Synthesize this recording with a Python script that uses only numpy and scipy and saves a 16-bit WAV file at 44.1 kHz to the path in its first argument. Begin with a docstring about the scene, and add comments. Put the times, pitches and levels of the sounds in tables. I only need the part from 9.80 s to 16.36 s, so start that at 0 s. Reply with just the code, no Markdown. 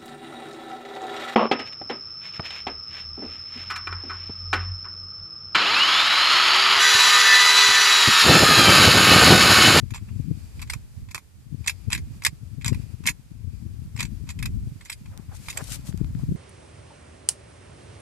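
"""Loading a steel magazine in gusty wind

Cartridges are thumbed into a small steel magazine a couple of metres from a handheld stereo camera, outdoors.
Each push is a cluster of short metal rattles: grainy noise excites damped steel modes and a dry crack.
Near the end shaped noise makes cloth brush and shuffle, and short filtered bursts make thin dry snaps.
Gusty wind buffets the two microphone ports separately, as low noise and swinging thumps,
and hisses round the camera body, whose hollows are resonators driven by the hiss."""
import sys
import numpy as np
from scipy import signal
from scipy.fft import rfft, irfft, next_fast_len
from scipy.io import wavfile
from scipy.ndimage import uniform_filter1d

SR = 44100
rng = np.random.default_rng(int(sys.argv[2]) if len(sys.argv) > 2 else 0)


def output_pcm(signal):
    """Save a mono or channel-first signal as 16-bit PCM at the path in sys.argv[1].

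    Samples are clipped to [-1, 1] before scaling.
    """
    pcm = np.clip(np.atleast_2d(signal).T, -1, 1) * 32767
    wavfile.write(sys.argv[1], SR, np.round(pcm).astype(np.int16))


def gain_from_decibels(decibels):
    """Convert decibel values to linear amplitude factors."""
    exponent = np.asarray(decibels, float) / 20
    return 10 ** exponent


N = 289321  # length in samples


def colour(shape, size):
    """Spectral envelope: (Hz, value) points interpolated over log frequency onto transform bins."""
    hz, value = np.transpose(shape)
    bin_hz = np.arange(size // 2 + 1) * SR / size
    return np.interp(np.log(bin_hz + 1), np.log(hz + 1), value)


def curve(table):
    """Time envelopes: the columns of a table interpolated linearly over its times."""
    s, *columns = np.transpose(table)
    t = np.arange(N) / SR
    return [np.interp(t, s, c, left=-120, right=-120) for c in columns]


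def noise(shape):
    """Spectral shaping: two independent white noises take the colour of (Hz, dB) points, at rms 1."""
    size = next_fast_len(N)
    spectrum = rfft(rng.standard_normal((2, size))) * gain_from_decibels(colour(shape, size))
    x = irfft(spectrum, size)[:, :N]
    return x / np.sqrt(np.mean(x ** 2))


def walk(rate):
    """Band-limited modulation: two random wanders of spread 1, made from steps at rate (Hz)."""
    k = int(SR / rate)
    steps = np.repeat(rng.standard_normal((2, N // k + 1)), k, axis=1)[:, :N]
    smooth = uniform_filter1d(uniform_filter1d(steps, k), k)
    return smooth / smooth.std()


def add(out, x, s):
    """Superposition: mix x into out from time s."""
    i = max(int(s * SR), 0)
    n = min(x.shape[-1], N - i)
    out[..., i:i + n] += x[..., :n]


def heard(x, alike):
    """Partial coherence: the ports share part of a nearby noise, with correlation alike."""
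    return np.array([x[0], alike * x[0] + np.sqrt(1 - alike ** 2) * x[1]])


def bandpass(x, order, low_hz, high_hz):
    """Band limitation by a Butterworth filter."""
    return signal.sosfilt(signal.butter(order, [low_hz, high_hz], "bandpass", fs=SR, output="sos"), x)


# wind on the ports: start_s, strength_db, side_db (left minus right)
GUST_STRENGTH = [(0, -23.5, 18.5), (0.28, -30, -0.5), (0.52, -16, 19), (0.66, -33.5, -0.5),
                 (1.0, -28.5, -1.5), (1.25, -31.5, -3), (1.55, -40, 0.5), (1.73, -28, 20), (2.0, -28, 23),
                 (2.1, -27.5, 9), (2.3, -27, -4.5), (2.56, -30.5, -8.5), (2.75, -33, 12), (2.92, -11.5, 20),
                 (3.05, -28.5, 18), (3.33, -26, 14.5), (3.44, -41, 5.5), (3.55, -28, 14), (4.2, -25, 8.5),
                 (4.5, -26, 9), (4.82, -21, -5), (5.02, -36.5, -6.5), (5.45, -32.5, 2), (5.9, -27, 13),
                 (6.2, -18.5, 12.5), (6.38, -23.5, 1.5), (6.56, -17.5, 8)]


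def gusts():
    """Power sharing: the wind strength divides between the ports by the side it blows from."""
    strength_db, side_db = curve(GUST_STRENGTH)
    return strength_db - 10 * np.log10(1 + gain_from_decibels(2 * np.array([-side_db, side_db])))


def eddies(gust_db):
    """Random eddy shedding: (s, dB, Hz, port) rows whose size and pitch follow the wind at each port."""
    rows, per_s = [], 14
    count = int(per_s * N / SR)
    for port in range(2):
        when = rng.uniform(0, 1, count)
        size, pitch = rng.standard_normal((2, count))
        s = (np.arange(count) + when) / per_s
        local_db = gust_db[port, (s * SR).astype(int)]
        db = np.minimum(local_db + 0.5 + 3.5 * size, -23.5)
        # centred on 108 Hz for an eddy of -27 dB, rising 1.5 Hz per dB
        hz = np.maximum(108 + 1.5 * (db + 27) + 19.4 * pitch, 60)
        rows += [(a, b, c, port) for a, b, c in zip(s, db, hz)]
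    return rows


# single eddies placed in time, strong and moderate:
# centre_s, level_db (nominal), pitch_hz, port (0 left, 1 right)
PLACED_EDDIES = [(0.033, -12.5, 114, 0), (0.122, -17, 110, 0), (0.226, -20, 94, 0), (0.314, -18.5, 107, 0),
                 (0.362, -17, 105, 0), (0.4, -11.5, 125, 0), (0.514, -9, 143, 0), (0.962, -19.5, 112, 1),
                 (1.178, -24.5, 100, 1), (1.728, -20.5, 135, 0), (1.747, -16.5, 123, 0),
                 (1.81, -22, 121, 0), (2.084, -11, 103, 0), (2.309, -23, 115, 1), (2.485, -24, 101, 1),
                 (2.634, -23.5, 121, 0), (2.733, -24.5, 94, 0), (2.784, -17, 120, 0), (2.866, -13, 119, 0),
                 (2.923, -6, 118, 0), (2.974, -20, 123, 1), (2.998, -17.5, 124, 0), (3.039, -22, 108, 0),
                 (3.143, -18.5, 99, 0), (3.304, -20.5, 137, 0), (3.517, -25.5, 144.6, 0),
                 (3.647, -23, 97, 0), (3.676, -18.5, 104.4, 0), (3.864, -20.5, 100, 0),
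                 (3.941, -25.5, 109, 0), (4.154, -20.5, 117, 0), (4.191, -19, 114, 0), (4.251, -16, 125, 0),
                 (4.273, -30, 108, 0), (4.44, -20, 129, 0), (4.622, -22.5, 123, 0), (4.673, -24, 105, 1),
                 (4.678, -27, 108, 0), (4.873, -16, 116.3, 0), (5.217, -27.5, 110, 1),
                 (5.491, -24.5, 112, 0), (5.826, -19.5, 130, 0), (6.092, -17.5, 137, 0),
                 (6.145, -15.5, 170, 0), (6.214, -8, 144, 0), (6.244, -19, 121, 0), (6.353, -15.5, 134, 0),
                 (6.436, -13.5, 141, 0), (6.491, -10, 127, 0), (6.492, -19, 127, 1), (6.513, -13, 145, 1),
                 (6.522, -11.5, 172, 0), (6.551, -18, 139, 1)]
# colour of the steady turbulence: frequency_hz, density_db (relative)
RUMBLE_COLOUR = [(20, -4), (45, 7), (85, 8), (130, -1), (180, -9.5), (250, -16.5), (330, -23), (450, -35),
                 (620, -53), (1200, -55.5)]
# colour of the part that grows faster with the wind: frequency_hz, density_db (relative)
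EDDY_COLOUR = [(60, -15), (130, 1), (180, 2), (250, -8), (330, -15), (450, -44.5), (620, -58.5),
               (1200, -69)]


def wind(flutter_db=5.5, under_db=-8.5, cycles=0.86, brighten=0.42):
    """Turbulent pressure: rumble flutters on each port by itself; eddies thump for a cycle or two."""
    gust_db = gusts() + 3 * walk(9)  # the air arrives in lumps
    out = noise(RUMBLE_COLOUR) * gain_from_decibels(gust_db + under_db + 2.5 * walk(30))
    # faster air sheds smaller eddies, so the upper rumble grows quicker than the rest
    upper_db = gust_db - 16.5 + brighten * (gust_db + 19) + flutter_db * walk(45)
    out = out + noise(EDDY_COLOUR) * gain_from_decibels(upper_db)
    t = np.arange(-1500, 1500) / SR
    for s, peak_db, hz, port in list(PLACED_EDDIES) + eddies(gust_db):
        turn = rng.uniform(0, 2 * np.pi)
        cycle = 2 * np.pi * hz * t
        # the swing speeds up and slows within each cycle, which brings in overtones
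        swing = np.sin(cycle + turn + 0.44 * np.sin(cycle))
        # stronger eddies are relatively rougher
        rough = bandpass(rng.standard_normal(len(t)), 4, 120, 420)
        swing = swing + gain_from_decibels(1.5 + 0.49 * peak_db) * rough
        thump = swing * np.exp(-(t * hz / cycles) ** 2)
        add(out[round(port)], gain_from_decibels(peak_db - 1.5) * thump, s + t[0])
    return out


# colour of flat hiss, of the wind and of the microphones: frequency_hz, density_db (relative)
HISS_COLOUR = [(300, 2), (650, -6), (1100, -7.5), (2100, -9), (3000, -10.5), (9300, -11.5), (14000, -15.5),
               (15500, -42)]
# course of the wind hiss: start_s, level_db (nominal), hollow_db (drive of the hollows over flat hiss)
HISS_COURSE = [(0.0, -63, -10), (.3, -59.5, -9), (0.8, -58, -5), (1.06, -63, -13), (1.28, -62, -13),
               (1.41, -69, -10), (1.68, -71, -10), (1.8, -60.5, -7), (2.52, -61, -11), (2.83, -64, -14),
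               (2.98, -57.5, -5), (3.36, -64.5, -17), (3.62, -72, -5), (3.76, -64, -3), (3.9, -63.5, -16),
               (4.4, -61, -15.5), (5.39, -62, -13), (5.79, -51, -14), (6.12, -58.5, -6), (6.56, -59, -19)]
# hollows of the camera body: pitch_hz, width_hz, level_db (added to hollow_db)
HOLLOWS = [(2450, 250, 10), (4750, 350, 10), (7450, 400, 5)]


def stream():
    """Flow noise and cavity resonance: faint hiss follows the breeze and sounds the body's hollows."""
    raw = heard(noise(HISS_COLOUR), 0.17)
    level_db, hollow_db = curve(HISS_COURSE)
    out = raw
    for hz, width, db in HOLLOWS:
        resonance = signal.lfilter(*signal.iirpeak(hz, hz / width, SR), raw)
        out = out + gain_from_decibels(db + hollow_db + 2.0 * walk(13)[0]) * resonance
    return out / raw.std() * gain_from_decibels(level_db + 1.5 * walk(28)[0])


# contacts of steel on steel: start_s, level_db (nominal peak), length_ms (nominal),
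# treble_db (nominal, over the mid), low_db (nominal, over the mid)
CONTACTS = [(0.105, -34.5, 6, -1, -9), (0.1376, -32, 3.5, -2, -6), (0.1457, -23, 1.5, -4, -4.5),
            (0.1599, -31.5, 1.4, 1, -4), (0.1767, -40.5, 5.5, -5, -3), (0.2853, -44.5, 2.7, -26, -3),
            (0.794, -36.5, 2.9, -5, -9), (0.8139, -30.5, 12.6, 3, -6), (0.8237, -32, 8.3, 0.5, -2.5),
            (0.8736, -44.5, 5.9, -4, -11), (0.8975, -19, 7.3, -1, -11), (0.922, -35.5, 3.2, 3, -19),
            (0.9325, -24.5, 7.5, 2, -2), (1.287, -47.5, 4, -8, -7), (1.306, -37, 15, 3, -8),
            (1.3466, -16.5, 1.86, 2, -2.5), (1.3768, -32.5, 4.6, 2, -1.5), (1.8417, -41.5, 7.4, -6, -7),
            (1.8626, -27, 1.6, -3, -3), (1.873, -15, 6.5, 7, -11), (1.8776, -10.5, 6.2, -1.5, -18),
            (1.8933, -17.5, 8, -1, -15), (1.898, -26, 5.1, 2, -9), (2.1023, -30, 4.6, 2, -4.5),
            (2.1142, -27, 2.7, -4, -9), (2.1225, -16.5, 2, 0, -8), (2.1277, -11, 6.9, -4.5, -16.5),
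            (2.1483, -17.5, 5.9, -3.5, -17), (2.1762, -28.5, 5.5, -2, -14), (2.4207, -30.5, 3.9, -8, -12),
            (2.4358, -32, 4.1, 13, 3), (2.45, -3.5, 2, 1, -18), (2.4619, -9, 8.2, 1, -9.5),
            (2.812, -39.5, 2.4, -6.5, -13), (2.8168, -40.5, 8.2, -6, -24), (2.846, -18.5, 1.9, -1.5, -12),
            (2.86, -15.5, 3.1, 1, -5.5), (2.8787, -16.5, 3.4, 2.5, -14), (2.883, -25.5, 1.9, 2, -0.5),
            (2.9283, -36.5, 4.9, -1, -6), (2.944, -35, 6.7, 0, -8), (3.237, -40.5, 5.7, -0.5, -4),
            (3.256, -22, 4, -8, -10), (3.2662, -11, 1.4, 15, -9), (3.2729, -4.5, 3.1, -2, -20),
            (3.2843, -12, 6.4, -23, -19), (3.2918, -15, 3.1, 10, -7.5), (4.1628, -37.5, 5.1, 2, -4),
            (4.174, -33.5, 6.3, -4, -16), (4.188, -29, 6.7, -9, -21), (4.1937, -21.5, 4.7, -5.5, -6),
            (4.2046, -13, 4.4, -3.5, -11.5), (4.226, -21.5, 7.1, 1.5, -8), (4.2501, -31.5, 6.9, -1.5, -10),
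            (4.462, -47, 33, -2, -5), (4.4898, -26, 3.8, -2, -9.5), (4.5012, -28, 7, 0.5, -11),
            (4.589, -33.5, 4.9, -2, -13), (4.601, -47, 4.5, -11.5, -1), (4.6258, -22.5, 4.8, -0.5, -12.5),
            (4.6547, -22.5, 9.2, 1, -8.5), (5.009, -39.5, 6, -4, -5.5), (5.05, -39, 3.7, 8, -17),
            (5.057, -36, 3.2, -2, -12), (5.076, -48, 26, -3, -14), (5.0973, -21.5, 6.6, -0.5, -12),
            (5.1159, -30, 7.5, -2, -12), (5.123, -27.5, 10, 3, -33), (5.255, -46, 9.9, -5, -2),
            (5.659, -45, 4.3, -7, -9), (5.6841, -24, 4.2, -0.5, -2.5), (5.6946, -26, 19, 5.5, -19),
            (5.726, -38, 6.5, -2, -15), (5.7713, -19, 6.3, 2.5, -12.5)]
# modes of the magazine: pitch_hz, width_hz (raised to 190 if narrower), level_db (mean, relative)
STEEL_MODES = [(920, 83, -56), (1350, 250, -21), (2250, 67, -11.5), (2214, 58, 11), (2440, 70, 9.5),
               (2582, 93, 17.5), (3930, 160, 6.5), (4530, 160, -7), (5100, 170, 6), (5740, 150, 0),
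               (7040, 200, -27), (7240, 170, 7), (7520, 73, 12), (8150, 650, 4), (10100, 206, 1),
               (9900, 200, -26.5), (11800, 83, -11.5)]
# colour of the dry part of a blow: frequency_hz, level_db (relative)
CRACK_COLOUR = [(500, -114), (750, -2.5), (1000, 13.5), (1700, -4.5), (2400, -0.5), (3200, 6.5),
                (7500, -10), (9000, -7), (12000, -5), (13500, -28.5), (15000, -18)]
# level between the ports for the steel: frequency_hz, difference_db (left minus right)
PORT_LEVEL = [(500, -2), (1000, 5.5), (2200, -2), (4400, 4.5), (7500, -4), (11000, -13.5), (15000, -15)]
# phase between the ports for the steel: frequency_hz, lead_rad (left ahead of right)
PORT_LEAD = [(0, 6.3), (780, 6.9), (2670, 6.0), (3960, 10.3), (5080, 11.5), (6550, 12.6), (7580, 17.6),
             (10700, 20.0), (12800, 25.3), (15200, 32)]


def magazine(tail_ms=17, alike=0.64):
    """Modal excitation: each contact is a brief rattle that rings the steel modes over a dry crack."""
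    out, t = np.zeros((2, N)), np.arange(3000) / SR
    size, lead = 4096, 256  # samples; the lead leaves room for the crack's symmetric response
    hz, width, db = (c[:, None] for c in np.transpose(STEEL_MODES))
    width = np.maximum(width, 190)  # the gripping hand damps the sharper modes
    ring_t = t[:1000]
    fade = np.sqrt(width) * gain_from_decibels(db) * np.exp(-np.pi * width * ring_t)
    crack = gain_from_decibels(colour(CRACK_COLOUR, size))
    for s, peak_db, ms, treble_db, low_db in CONTACTS:
        # grip and fill shift the modes a little; the place of the blow sets their mix
        mix, shift = rng.standard_normal((2, len(hz), 1))
        modes = gain_from_decibels(5 * mix) * fade * np.sin(2 * np.pi * hz * (1 + 0.035 * shift) * ring_t)
        ring = rfft(np.sum(modes, 0), size)
        ring = ring / np.linalg.norm(ring) + gain_from_decibels(-1) * crack / np.linalg.norm(crack)
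        tilt = [(1300, low_db + 1.0), (1700, 0.011), (3200, 0.008), (5500, treble_db + 5.0)]
        ring = ring * gain_from_decibels(colour(tilt, size))
        ring = ring * np.sqrt(len(ring)) / np.linalg.norm(ring)
        # contact builds fast and stops short; a softer scrape follows as the parts settle
        blow = np.exp(-(1000 * t / (0.7 * ms)) ** 2)
        rise = 1 - np.exp(-(1000 * t / (0.55 * ms)) ** 2)
        scrape_db = -13 - 0.19 * (peak_db + 23.5)  # harder contacts leave relatively less scrape
        scrape = gain_from_decibels(scrape_db) * np.exp(-(1000 * t / tail_ms) ** 1.63)
        push = rise * (blow + scrape)
        # many tiny impacts of uneven strength rather than smooth hiss
        uneven = gain_from_decibels(4.35 * rng.standard_normal(len(t)) - 4.5)
        grit = rng.standard_normal((2, len(t))) * uneven
        rattle = np.pad(heard(grit * push, alike), ((0, 0), (lead, 0)))
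        sound = irfft(rfft(rattle, size) * ring, size)
        add(out, gain_from_decibels(peak_db + 3.5) * sound, s - lead / SR - 0.001)
    size = next_fast_len(N)
    half = gain_from_decibels(colour(PORT_LEVEL, size) / 2)
    lag = np.exp(-1j * colour(PORT_LEAD, size))
    return irfft(rfft(out, size) * [half, lag / half], size)[:, :N]


def strokes(table):
    """Amplitude envelope: each stroke swells to a rounded crest and stops rather short."""
    t, out = np.arange(N) / SR, np.zeros(N)
    for s, db, swell, fade in table:
        before = ((s - t).clip(0) / swell) ** 2.3
        after = ((t - s).clip(0) / fade) ** 2.1
        out += gain_from_decibels(db) * np.exp(-np.where(t < s, before, after))
    return out


# colours of brushing and of shuffling cloth: frequency_hz, density_db (relative)
BRIGHT_COLOUR = [(500, -44), (1400, -7), (3100, -3), (8700, -0.5), (12000, -6.5), (15000, -13)]
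DULL_COLOUR = [(300, -8), (550, 0), (1000, -1), (1600, -6), (2600, -16), (4000, -40)]
# strokes of each kind: crest_s, level_db (nominal crest), swell_s, fade_s
BRUSH_STROKES = [(5.57, -51, 0.034, 0.0068), (5.7, -49, 0.098, .03), (5.85, -48, 0.084, 0.069),
                 (5.945, -37, 0.048, 0.018), (6.085, -45, 0.031, 0.023), (6.41, -71, 0.077, .03)]
SHUFFLE_STROKES = [(5.37, -55.5, 0.067, 0.057), (5.54, -52, 0.038, .015), (5.805, -40, 0.039, 0.015),
                   (5.93, -54.5, 0.085, 0.041), (6.085, -59, 0.069, 0.035), (6.2, -62, 0.073, 0.13),
                   (6.41, -58, 0.057, .03)]


def cloth():
    """Friction noise: a grainy bright brushing, nearer the left port, and a duller shuffle."""
    grain = gain_from_decibels(1.8 * walk(300)[0] + np.array([[2.5], [-2.5]]))  # left raised, right lowered
    bright = heard(noise(BRIGHT_COLOUR), 0.11) * strokes(BRUSH_STROKES) * grain
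    dull = heard(noise(DULL_COLOUR), 0.47) * strokes(SHUFFLE_STROKES) * gain_from_decibels(2.8 * walk(120)[0])
    return bright + dull


# thin dry snaps, too light to ring the steel:
# start_s, level_db (before filtering), decay_ms (time constant), low_hz, high_hz
DRY_SNAPS = [(5.3761, -25.5, 0.33, 500, 16000), (5.841, -28, 0.74, 4000, 13000), (6.01, -42, .8, 800, 8000),
             (6.126, -31, 1.5, 700, 3000), (6.1755, -34.5, 1.2, 700, 14900), (6.245, -33, 1.2, 500, 3180),
             (6.35, -35, 1.3, 600, 3000), (6.39, -41, 1.2, 500, 6040)]


def snaps():
    """Impulsive excitation: each snap is band-limited noise that decays exponentially within milliseconds."""
    out, t = np.zeros((2, N)), np.arange(400) / SR
    for s, db, ms, low_hz, high_hz in DRY_SNAPS:
        burst = heard(rng.standard_normal((2, len(t))), 0.28) * np.exp(-1000 * t / ms)
        add(out, gain_from_decibels(db) * bandpass(burst, 2, low_hz, high_hz), s)
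    return out


def scene():
    """Linear superposition of wind, steel and cloth."""
    return wind() + stream() + magazine() + cloth() + snaps()


def low_pass(x):
    """Removes everything above the highest recorded frequency."""
    return signal.sosfilt(signal.butter(12, 15600, fs=SR, output="sos"), x)


def record(dry):
    """Self-noise and band limitation: each microphone adds its own hiss; lowest bass and top are cut."""
    x = dry + gain_from_decibels(-62) * noise(HISS_COLOUR)
    x = signal.sosfilt(signal.butter(2, 42, "highpass", fs=SR, output="sos"), x)
    x = signal.sosfilt(signal.ellip(10, 0.3, 40, 14650, fs=SR, output="sos"), x)
    return low_pass(x)


dry = scene()
out = record(dry)
output_pcm(out)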